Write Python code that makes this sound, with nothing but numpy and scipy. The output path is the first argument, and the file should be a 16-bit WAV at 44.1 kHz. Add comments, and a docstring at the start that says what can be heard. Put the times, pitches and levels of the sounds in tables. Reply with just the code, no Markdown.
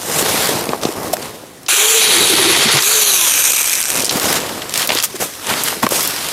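"""Boots crunch in snow and twigs scrape and snap beside a snowy road; a small battery chainsaw starts,
cuts a branch and coasts to a stop; then boots and twigs again.
Footsteps, twigs and wood are shaped noise: swelling grains and short band-passed bursts.
The saw is a shaft tone with a sprocket throb, plus chain noise through bar resonances and gear whine.
A peak limiter holds the loud moments."""
import sys
import numpy as np
from scipy import signal
from scipy.io import wavfile
from scipy.ndimage import uniform_filter1d, minimum_filter1d

SR = 44100
rng = np.random.default_rng(int(sys.argv[2]) if len(sys.argv) > 2 else 0)


def master(y):
    """Save y as 16-bit WAV."""
    cut = np.clip(np.atleast_2d(y).T, -1, 1)
    pcm = np.round(cut * 32767)  # scale
    wavfile.write(sys.argv[1], SR, pcm.astype(np.int16))


N = 278888
TIME = np.arange(N) / SR
FRAME, HOP = 512, 128  # short-time spectrum [samples]
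HZ = np.fft.rfftfreq(FRAME, 1 / SR)[:, None]
EDGE_HZ = 16000  # upper band limit


def gain_of(db):
    """Decibels to an amplitude factor."""
    return 10 ** (np.asarray(db) / 20)


def evened(x):
    """Scales to rms 1."""
    return x / np.sqrt(np.mean(abs(x) ** 2) + 1e-20)


def smooth_noise(size):
    """Slow random curve, rms 1: white noise averaged twice over size samples."""
    noise = uniform_filter1d(rng.standard_normal(N), size=size)
    return evened(uniform_filter1d(noise, size=size))


def read(points):
    """Spectrum table on the analysis bins [dB], interpolated over log frequency."""
    hz, db = np.transpose(points)
    return np.interp(np.log(HZ + 1), np.log(hz + 1), db)


def curves(rows):
    """A gate open while the table lasts (3 ms ramps), then its columns at every sample."""
    s, *columns = np.transpose(rows)
    gate = np.clip(np.minimum(TIME - s[0], s[-1] - TIME) / .003, 0, 1)
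    return gate, *(np.interp(TIME, s, column) for column in columns)


def per_frame(x):
    """One value of a curve for each short-time spectrum."""
    return np.pad(x, (0, FRAME // 2), "edge")[::HOP][:-(-N // HOP) + 1]


def band(hz, width_hz):
    """Resonance curve, 1 at its centre."""
    return 1 / (1 + (2 * (HZ - hz) / width_hz) ** 2)


def colour(x, gain, patchy_db=0.):
    """Shapes the short-time spectrum by a gain of rms 1 in each frame, with drifting patches."""
    spectra = signal.stft(x, nperseg=FRAME, noverlap=FRAME - HOP)[2]
    gain = gain / np.sqrt(np.mean(gain ** 2, axis=0))
    patches = uniform_filter1d(rng.standard_normal(spectra.shape), size=8, axis=0)
    patches = evened(uniform_filter1d(patches, size=14, axis=1))
    shaped = spectra * gain * gain_of(patchy_db * patches)
    return signal.istft(shaped, nperseg=FRAME, noverlap=FRAME - HOP)[1][:N]


def grains(per_s, spread_db, hiss):
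    """Clicks at random moments, a few of them large, plus hiss (rms relative to the clicks)."""
    size = gain_of(spread_db * np.minimum(rng.exponential(1, N), 5)) * rng.choice([-1, 1], N)
    clicks = evened(size * (rng.random(N) < per_s / SR))
    return evened(clicks + hiss * rng.standard_normal(N))


def bursts(clicks, t60_s):
    """Each click sets off fresh noise that dies away."""
    decay = gain_of(-120 / (t60_s * SR))  # of power, per sample
    power = signal.lfilter([1], [1, -decay], clicks ** 2)
    return evened(np.sqrt(power) * rng.standard_normal(N))


def puff(t60_s, size=1500):
    """One burst of noise that dies away."""
    return rng.standard_normal(size) * gain_of(-60 * np.arange(size) / SR / t60_s)


def blows(rows, breadth, size=1500):
    """Band-passed bursts with a sharp onset; short ones are broader, long ones narrower."""
    usual_t60_s = np.median([row[3] for row in rows])
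    out = np.zeros(N + size)
    for s, peak_db, hz, t60_s in rows:
        spread = 1.02 + max(breadth - 1, 0) * (usual_t60_s / max(t60_s, .004)) ** 1.3
        edges_hz = [hz / spread, min(hz * spread, EDGE_HZ)]
        noise = puff(max(t60_s, .002), size) + 2.15 * puff(0.0018, size)
        burst = signal.sosfilt(signal.butter(2, edges_hz, "band", fs=SR, output="sos"), noise)
        out[round(s * SR):][:size] += gain_of(peak_db) * burst / abs(burst).max()
    return out[:N]


# spectrum of the still air: (frequency [Hz], relative density [dB])
AIR = [(15, -52), (25, -5), (185, 1.5), (353, 2.5), (1370, -11), (1990, -11.5), (2480, -14.5),
       (10400, -16.5), (13200, -21), (16000, -30)]
AIR_DB = -38.5  # rms


def still_air():
    """Steady noise, strongest in the low range."""
    noise = colour(rng.standard_normal(N), gain_of(read(AIR)), patchy_db=.8)
    return gain_of(AIR_DB) * evened(noise)


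# packing snow: (frequency [Hz], relative density [dB])
CRUNCH = [(15, -57), (25, -21), (129, 2.5), (209, -4), (255, 1), (475, 2), (629, 0), (1120, -4),
          (1370, -11), (3000, -19.5), (3900, -63), (6600, -120)]
# twigs and cloth: (frequency [Hz], relative density [dB])
SCRAPE = [(290, -18), (500, -10), (1130, -4), (1760, -4), (3750, -5), (4400, -8), (8700, -4.5), (12900, -6),
          (14600, -9), (15600, -24), (16200, -55)]
# movements through snow and twigs; rise and fall are floored at 3 ms:
# (full from [s], rise [s per 10 dB], hold [s], fall [s per 10 dB], crunch level [dB],
#  scrape level [dB], darkening of the scrape [dB per octave], swish pitch [Hz])
RUSTLES = [(0.199, 0.14, .02, -0.03, -21.5, -16, 0, 8100), (0.304, 0.2, 0.16, 0.13, -21.5, -16, 0.5, 4550),
           (0.545, 0.22, .06, 0.03, -22.5, -25, 1, 5000), (0.696, 0.1, .01, 0.11, -23, -30, -1, 4500),
           (0.822, 0, 0.052, 0.08, -23, -27, 0.5, 5060), (.97, .05, .05, .05, -26, -34, -1, 5200),
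           (1.045, .03, .02, .06, -24.5, -30, -1, 5000), (1.132, .003, .01, -0.0066, -24, -15, -1, 5000),
           (1.157, 0.5, .04, .1, -30, -34.5, 0, 5000), (1.224, .03, .05, 0.05, -29.5, -30.5, 1, 4000),
           (1.338, .1, 0.018, .15, -38.5, -38, 1, 4400), (3.97, 0.09, 0.037, 0.1, -26, -22, 0.5, 4700),
           (4.125, 0.06, 0.1, 0.38, -24.5, -20.5, .5, 4900), (4.259, 0.13, 0.12, 0.01, -22, -18, 1, 5500),
           (4.41, 0.04, 0.069, 0.3, -27.5, -32, 5.5, 4000),
           (4.757, 0.02, .06, 0.06, -32.5, -16.5, 0.5, 4500),
           (4.892, 0.04, 0.041, -0.04, -20, -19.5, 3, 3500),
           (4.945, 0.1, 0.056, .03, -30, -18.5, 1.5, 3800), (5.035, -0.06, 0.014, 0.01, -45, -13, -1, 5950),
           (5.156, -0.04, .01, -0.17, -32.5, -24, -0.5, 6200),
           (5.205, .006, 0.027, .04, -23.5, -18, -0.5, 6000), (5.306, 1.2, 0.15, .2, -50, -31.5, 0.5, 5600),
           (5.5, .04, .02, .05, -23, -17, 2, 3000), (5.57, .06, .05, .1, -28, -22, 1, 5000),
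           (5.645, .06, .045, 0.1, -28, -19, .5, 4500), (5.828, -0.06, .01, .018, -15, -15.5, 2, 4650),
           (5.909, 0, 0.048, 0.04, -24.5, -17.5, -1.5, 5650),
           (5.966, .05, 0.12, 0.07, -29.5, -18, 0.5, 5250), (6.174, 0.26, .16, 0.6, -34, -22.5, 1, 4360)]
SWISH_DB, SWISH_WIDTH = -2, 0.45  # gain; width as a share of the pitch


def moves():
    """Snow packs down in clumped low grains; twigs and cloth crackle and hiss with a broad swish."""
    crunch = evened(colour(grains(450, 2.0, 0.68), gain_of(read(CRUNCH)), patchy_db=0.5))
    crackle = evened(bursts(grains(500, 3.3, 0), 0.023) + 1.28 * rng.standard_normal(N))
    packing, brushing, dark, swish = np.zeros((4, N)) + 1e-20
    for s, rise, hold, fall, crunch_db, scrape_db, dark_db, swish_hz in RUSTLES:
        before = (s - TIME) / max(rise, .003)
        after = (TIME - s - hold) / max(fall, .003)
        swell_db = -10 * np.maximum(0, np.maximum(before, after))
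        power = gain_of(2 * (swell_db + scrape_db))
        packing = packing + gain_of(2 * (swell_db + crunch_db))
        brushing = brushing + power
        dark = dark + power * dark_db
        swish = swish + power * swish_hz
    # overlapping movements share one tilt and swish, weighted by power
    dark_db = per_frame(dark / brushing)
    swish_hz = per_frame(swish / brushing) + 1
    tilt = gain_of(read(SCRAPE) - dark_db * np.log2((HZ + 100) / 5000))
    swish_gain = 1 + gain_of(SWISH_DB) * band(swish_hz, SWISH_WIDTH * swish_hz)
    scrape = colour(crackle, tilt * swish_gain, patchy_db=1.22)
    return np.sqrt(packing) * crunch + np.sqrt(brushing) * scrape


# weight comes down on branch and snow: (time [s], peak [dB], pitch [Hz], t60 [s])
THUDS = [(.553, -14, 170, 0.032), (2.655, -8, 198, .07), (2.74, -14.5, 135, 0.11),
         (3.98, -18.5, 200.3, 0.073), (4.153, -12, 238, 0.036), (5.835, -10, 230, .06)]


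def thuds():
    """Low narrow bursts of noise."""
    return blows(THUDS, breadth=1.245, size=4000)


# dull knocks of wood and packed snow: (time [s], peak [dB], pitch [Hz], t60 [s])
KNOCKS = [(.224, -12, 337, .028), (.256, -12, 540, .03), (.49, -7, 530, .04), (.62, -11, 420, .025),
          (.688, -7, 330, .03), (.7335, 0, 700, .015), (.747, -11, 500, .02), (.835, -9, 610, .02),
          (.852, -2, 330, .018), (.886, -13, 340, .03), (1.133, -4, 670, .07), (1.168, -13, 1100, .014),
          (1.435, -23, 446, .03), (1.687, -8, 1100, .04), (4.036, -14, 452, .035), (4.891, -9, 500, .035),
          (4.903, -4, 960, .02), (4.953, -10, 377, .032), (5.143, -19, 371, .05), (5.224, -8, 620, .018),
          (5.5, -11, 770, .03), (5.509, -9, 1110, .03), (5.727, -9, 800, .016), (5.768, -18, 320, .03),
          (5.831, -2.5, 880, .03), (5.8665, 0, 820, .016), (5.92, -6, 470, .025), (5.932, -12, 700, .02),
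          (5.99, -11, 900, .018)]


def knocks():
    """Short mid-range bursts of noise."""
    return blows(KNOCKS, breadth=1.325, size=3000)


# snaps of twigs: (time [s], peak [dB], centre [Hz], t60 [s])
SNAPS = [(0.2614, -7, 2610, 0.017), (0.4897, -7, 5320, 0.022), (0.691, -8, 2920, 0.024),
         (0.7203, -16, 2480, 0.022), (0.8142, -15, 4670, 0.028), (0.8334, -7, 5010, 0.024),
         (0.852, -6, 4030, 0.032), (0.8874, -12.5, 4320, 0.022), (1.1318, -5.5, 9530, 0.024),
         (1.1692, -9, 4560, 0.012), (1.2263, -15.5, 3670, 0.022), (4.0937, 3, 4280, 0.041),
         (4.1121, -7, 2870, 0.022), (4.1706, -5, 8120, 0.019), (4.198, 3.5, 4450, 0.014),
         (4.3284, -1, 11600, 0.027), (4.355, -7, 4970, 0.024), (4.6197, -11, 2740, 0.027),
         (4.6947, -8, 5700, 0.022), (4.7395, 1.5, 5450, 0.017), (4.7577, -4, 3630, 0.019),
         (4.776, 1, 7330, 0.022), (4.796, -4, 6170, 0.022), (4.8282, -4, 3430, 0.024),
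         (4.8738, 10, 9000, 0.022), (4.8918, 2, 2970, 0.027), (4.9035, 3, 2030, 0.024),
         (4.9198, 3.5, 3290, 0.024), (4.9498, 2.5, 6390, 0.022), (4.9683, -5.5, 1980, 0.022),
         (4.9731, -0.5, 2900, 0.019), (4.987, 1.5, 3800, 0.022), (5.0011, 4, 3800, 0.022),
         (5.026, 3, 6300, 0.016), (5.037, -5.5, 12500, 0.022), (5.0444, 0.5, 12400, 0.022),
         (5.231, -6.5, 9810, 0.022), (5.469, -6, 5930, 0.026), (5.5019, -5, 3870, 0.017),
         (5.5384, -4.5, 2210, 0.02), (5.6363, 3, 9980, 0.041), (5.8294, -8, 7920, 0.022),
         (5.8654, -8, 5870, 0.022), (5.8905, 0, 11300, 0.0095), (6.0294, -2.5, 10300, 0.027),
         (6.0752, 2.5, 8640, 0.022), (6.107, -6, 4400, 0.017)]
# safety catch, trigger, first bite of the gears: (time [s], peak [dB], centre [Hz], t60 [s])
TRIGGER = [(1.632, -21.5, 5780, .02), (1.663, -17.5, 3850, 0.032), (1.6842, 1, 3500, 0.013)]


def snaps_and_trigger():
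    """Breaking twigs and the saw's switch parts: brief, bright, broad bursts."""
    return blows(SNAPS + TRIGGER, breadth=1.81)


# rasp of the teeth: (frequency [Hz], relative density [dB])
RASP = [(350, -30), (600, -10), (806, -3), (1720, -3.5), (1950, 2), (3030, -4.5), (3320, -1), (5340, -5),
        (9000, -19), (11700, -38), (19800, -120)]
# thrum of the branch: (frequency [Hz], relative density [dB])
THRUM = [(30, -16), (60, -12), (100, -15), (150, -3), (310, -7.5), (400, 8), (500, -4.5), (820, -8),
         (1500, -15), (2000, -43)]
# teeth in the wood, ending in the last tear: (time [s], rasp level [dB], thrum level [dB])
CUT = [(1.98, -27, -31), (2.02, -16, -32), (2.2, -15.5, -20.5), (2.28, -23, -25.5), (2.37, -15, -21),
       (2.64, -12, -22.5), (2.69, -8.5, -15), (2.72, -13, -30), (2.75, -17, -18), (2.795, -12.5, -26),
       (2.81, -25, -33), (2.84, -15.5, -39)]


def cut():
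    """Teeth tear chips from the wood (decaying bursts) and shake the branch (low grains)."""
    gate, rasp_db, thrum_db = curves(CUT)
    chips = bursts(grains(570, 2.9, 0), 0.058)
    rasp = evened(colour(chips, gain_of(read(RASP)), patchy_db=0.5))
    thrum = evened(colour(grains(300, 1.9, 0.72), gain_of(read(THRUM)), patchy_db=1.5))
    return gate * (gain_of(rasp_db) * rasp + gain_of(thrum_db) * thrum)


# metallic clicks of the chain, one as the cut ends, the rest as it coasts down: (time [s], peak [dB])
TICKS = [(2.8236, 1.5), (3.5182, 1), (3.5619, 2), (3.6301, 1), (3.6605, 0), (3.696, 0), (3.7535, -1),
         (3.8277, 3.5), (3.8621, 0), (3.903, -3), (3.928, -11), (3.9544, -7), (3.9969, -1.5), (4.0048, -4),
         (4.0221, -5.5), (4.0457, 0), (4.0544, 1), (4.0644, -1)]
TICK_HZ, TICK_T60_S = 6600, 0.022


def chain_ticks():
    """Metallic clicks, all with the same pitch and decay."""
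    rows = [(s, peak_db, TICK_HZ, TICK_T60_S) for s, peak_db in TICKS]
    return blows(rows, breadth=1.455)


# trigger, spin-up, cut and coast: (time [s], shaft tone [Hz], tone level [dB], load of the wood [0-1])
SHAFT = [(1.69, 320, -28, .7), (1.75, 375, -33, .4), (1.8, 416, -22.5, 0), (1.87, 439, -21.5, 0.05),
         (1.95, 450.5, -15.5, 0.2), (2.05, 437.3, -26, 0.18), (2.12, 380.4, -24, 0.7),
         (2.22, 346.4, -25.5, .8), (2.3, 371.5, -25, 0.73), (2.4, 360, -21, 1), (2.52, 359.6, -23.5, .9),
         (2.65, 345.8, -36.5, 0.88), (2.78, 331, -31, 0.73), (2.84, 395, -34, 0), (2.9, 430.4, -32.5, 0.03),
         (2.97, 439.4, -27.5, 0.15), (3.05, 416, -29, 0.02), (3.3, 312, -45.5, 0), (3.8, 174.9, -64, 0.04),
         (4.12, 70, -68.5, 0)]
WOBBLE_FREE_HZ, WOBBLE_LOAD_HZ = 4.06, 26.13  # rms pitch waver: free, added at full load
FLUTTER_FREE, FLUTTER_LOAD = 0.25, 0.6  # rms level flutter as a share: free, added at full load
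THROB_DB, THROB_LOAD_DB, THROB_LIFT_DB = -65.5, 30, 14.5  # base; added at full load; once lifted out
# the housing favours the third order once the saw is lifted out
THIRD_DB, THIRD_HZ, THIRD_WIDTH_HZ, LIFT_S = -34, 1069.7, 393, 2.9


def motor():
    """Shaft tone and third order, shaken into a band by load, over the lumpy throb of the sprocket."""
    gate, hz, db, load = curves(SHAFT)
    shake, lumps = smooth_noise(300), smooth_noise(600)
    wobble_hz = (WOBBLE_FREE_HZ + WOBBLE_LOAD_HZ * load) * shake
    turns = np.cumsum(hz + wobble_hz) / SR
    lifted = np.clip((TIME - LIFT_S) / .1, 0, 1)
    housing = 1 / (1 + (2 * (3 * hz - THIRD_HZ) / THIRD_WIDTH_HZ) ** 2)
    third = gain_of(THIRD_DB) * lifted * housing
    tone = gain_of(db) * np.sin(2 * np.pi * turns) + third * np.sin(6 * np.pi * turns)
    flutter = 1 + (FLUTTER_FREE + FLUTTER_LOAD * load) * lumps
    throb_gain = gain_of(THROB_DB + THROB_LOAD_DB * load + THROB_LIFT_DB * lifted)
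    # the sprocket turns at a third of the shaft tone
    throb = throb_gain * evened(.7 + lumps) * np.sin(2 * np.pi * turns / 3)
    return np.sqrt(2) * gate * (tone * flutter + throb)


# chain noise: (frequency [Hz], relative density [dB])
RATTLE = [(88, -52), (150, -30), (368, -5.5), (800, -3), (1590, 2.5), (1830, -1.5), (2450, -5), (4850, -5),
          (6380, -3.5), (10000, -5.5), (12300, -6.5), (14000, -7), (14800, -7), (15600, -20), (16200, -50)]
# ringing of bar and housing: (centre [Hz], width [Hz], then gain [dB] when facing
#  0: raised, 1: in the cut, 2: lifted out, 3: lowered)
BAR = [(2456, 360, 3, 7, 4, 3.5), (3210, 780, 0, 9.5, 2, -9), (3900, 290, -5, 10.5, -4, 1),
       (4460, 470, -14, 10, 6, -22), (6030, 560, 2, 2, 8.5, 2), (6570, 150, -20, 0, 4, 1.5),
       (7180, 660, 2.5, -3.5, -7, 2), (8500, 1100, -4, 4.5, -5, 3), (9470, 420, -2, 7, 7.5, -8),
       (10420, 360, 1.5, 9.5, 2.5, -8), (11230, 1140, -7, 2, 0.5, 0), (12800, 740, -6, 2, 5, 4)]
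# noisy gear mesh bands: (order of the shaft tone [ratio], width [Hz], gain [dB])
GEARS = [(10.3, 350, 11), (16.6, 400, 6), (21.2, 400, 9), (26.9, 400, 7), (31.3, 450, 8)]
# gear whine over the rattle: gain [dB] for facings 0-3
WHINE_DB = [-16, -20, -5.5, -11]
WHINE_FADE_DB_PER_OCTAVE, TOP_HZ = 8, 470  # fade below top speed
KNOCKS_FAST, KNOCKS_SLOW = 0.28, 0.81  # share of separate knocks at top speed and at rest
ECHO_SHARE = 0.19  # echo from the trunk beside the saw
# running chain: (time [s], rattle level [dB], facing [0-3, clamped], echo lag [ms])
CHAIN = [(1.684, -10, .5, 0.29), (1.75, -6, 0, .285), (1.95, -6, 0, 0.29), (2.05, -9.5, 1, 0.29),
         (2.3, -10.5, 1, 0.29), (2.75, -13, 1.3, 0.27), (2.82, -15.5, 3, 0.3), (2.9, -10.5, 2.5, 0.27),
         (3.1, -11, 2, 0.29), (3.3, -11.5, 2.5, 0.34), (3.5, -13, 3, 0.321), (3.75, -14.5, 3, 0.37),
         (3.9, -17.5, 6, 0.36), (4.0, -20, 3, 0.36), (4.09, -33, -1, 0.35)]


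def chain():
    """Links knock on sprocket and bar in step with the shaft; the metal rings and the gears whine."""
    gate, db, facing, lag_ms = curves(CHAIN)
    shaft_hz = curves(SHAFT)[1]
    share = np.clip(KNOCKS_SLOW + (KNOCKS_FAST - KNOCKS_SLOW) * shaft_hz / TOP_HZ, 0, 1)
    uneven = np.exp(.35 * evened(uniform_filter1d(rng.standard_normal(N), size=150)))
    steps = np.diff(np.floor(np.cumsum(shaft_hz * uneven) / SR), prepend=0)
    links = steps * gain_of(3.5 * rng.standard_normal(N))
    separate = bursts(links / np.sqrt(shaft_hz), 0.015)
    drive = share * separate + (1 - share) * grains(6000, 0.36, 1.0)

    sides, facing, shaft_hz = np.arange(4), per_frame(facing), per_frame(shaft_hz)
    ring = sum(gain_of(np.interp(facing, sides, side_db)) * band(hz, width_hz)
               for hz, width_hz, *side_db in BAR)
    mesh = sum(gain_of(mesh_db) * band(order * shaft_hz, width_hz)
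               for order, width_hz, mesh_db in GEARS)
    whine_db = np.interp(facing, sides, WHINE_DB)
    whine_db = whine_db + WHINE_FADE_DB_PER_OCTAVE * np.log2(shaft_hz / TOP_HZ)
    shape = gain_of(read(RATTLE)) * (.5 + ring + gain_of(whine_db) * mesh)
    echo = abs(1 + ECHO_SHARE * np.exp(-2j * np.pi * HZ * per_frame(lag_ms) / 1000))
    return gate * gain_of(db) * evened(colour(drive, shape * echo, patchy_db=1.5))


def scatter(near):
    """Short diffuse return from the bank and trees: a decaying noise tail."""
    tail = np.r_[np.zeros(200), puff(.12, size=6000)]
    return gain_of(-20) * signal.oaconvolve(near, tail / np.linalg.norm(tail))[:N]


def scene():
    """All near sources and their scatter over the still air."""
    handling = moves() + thuds() + knocks() + snaps_and_trigger()
    saw = cut() + chain_ticks() + motor() + chain()
    near = handling + saw
    return (still_air() + scatter(near) + near)[None]


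def record(dry):
    """Microphone low cut, look-ahead peak limiter, then the upper band limit."""
    dry = signal.sosfilt(signal.butter(2, 62, "high", fs=SR, output="sos"), dry)
    room_db = np.minimum(-20 * np.log10(abs(dry[0]) + 1e-9) - .3, 0)
    rise_db = TIME * 840.0  # recovery, 840 dB per second
    lowest_db = minimum_filter1d(room_db, size=801)
    held_db = np.minimum.accumulate(lowest_db - rise_db) + rise_db
    limited = dry * gain_of(uniform_filter1d(np.minimum(held_db, 0), size=401))
    lowpass = signal.firwin(511, EDGE_HZ, window=("kaiser", 9), fs=SR)
    return signal.oaconvolve(limited, lowpass[None], "same")


dry = scene()
out = record(dry)
master(out)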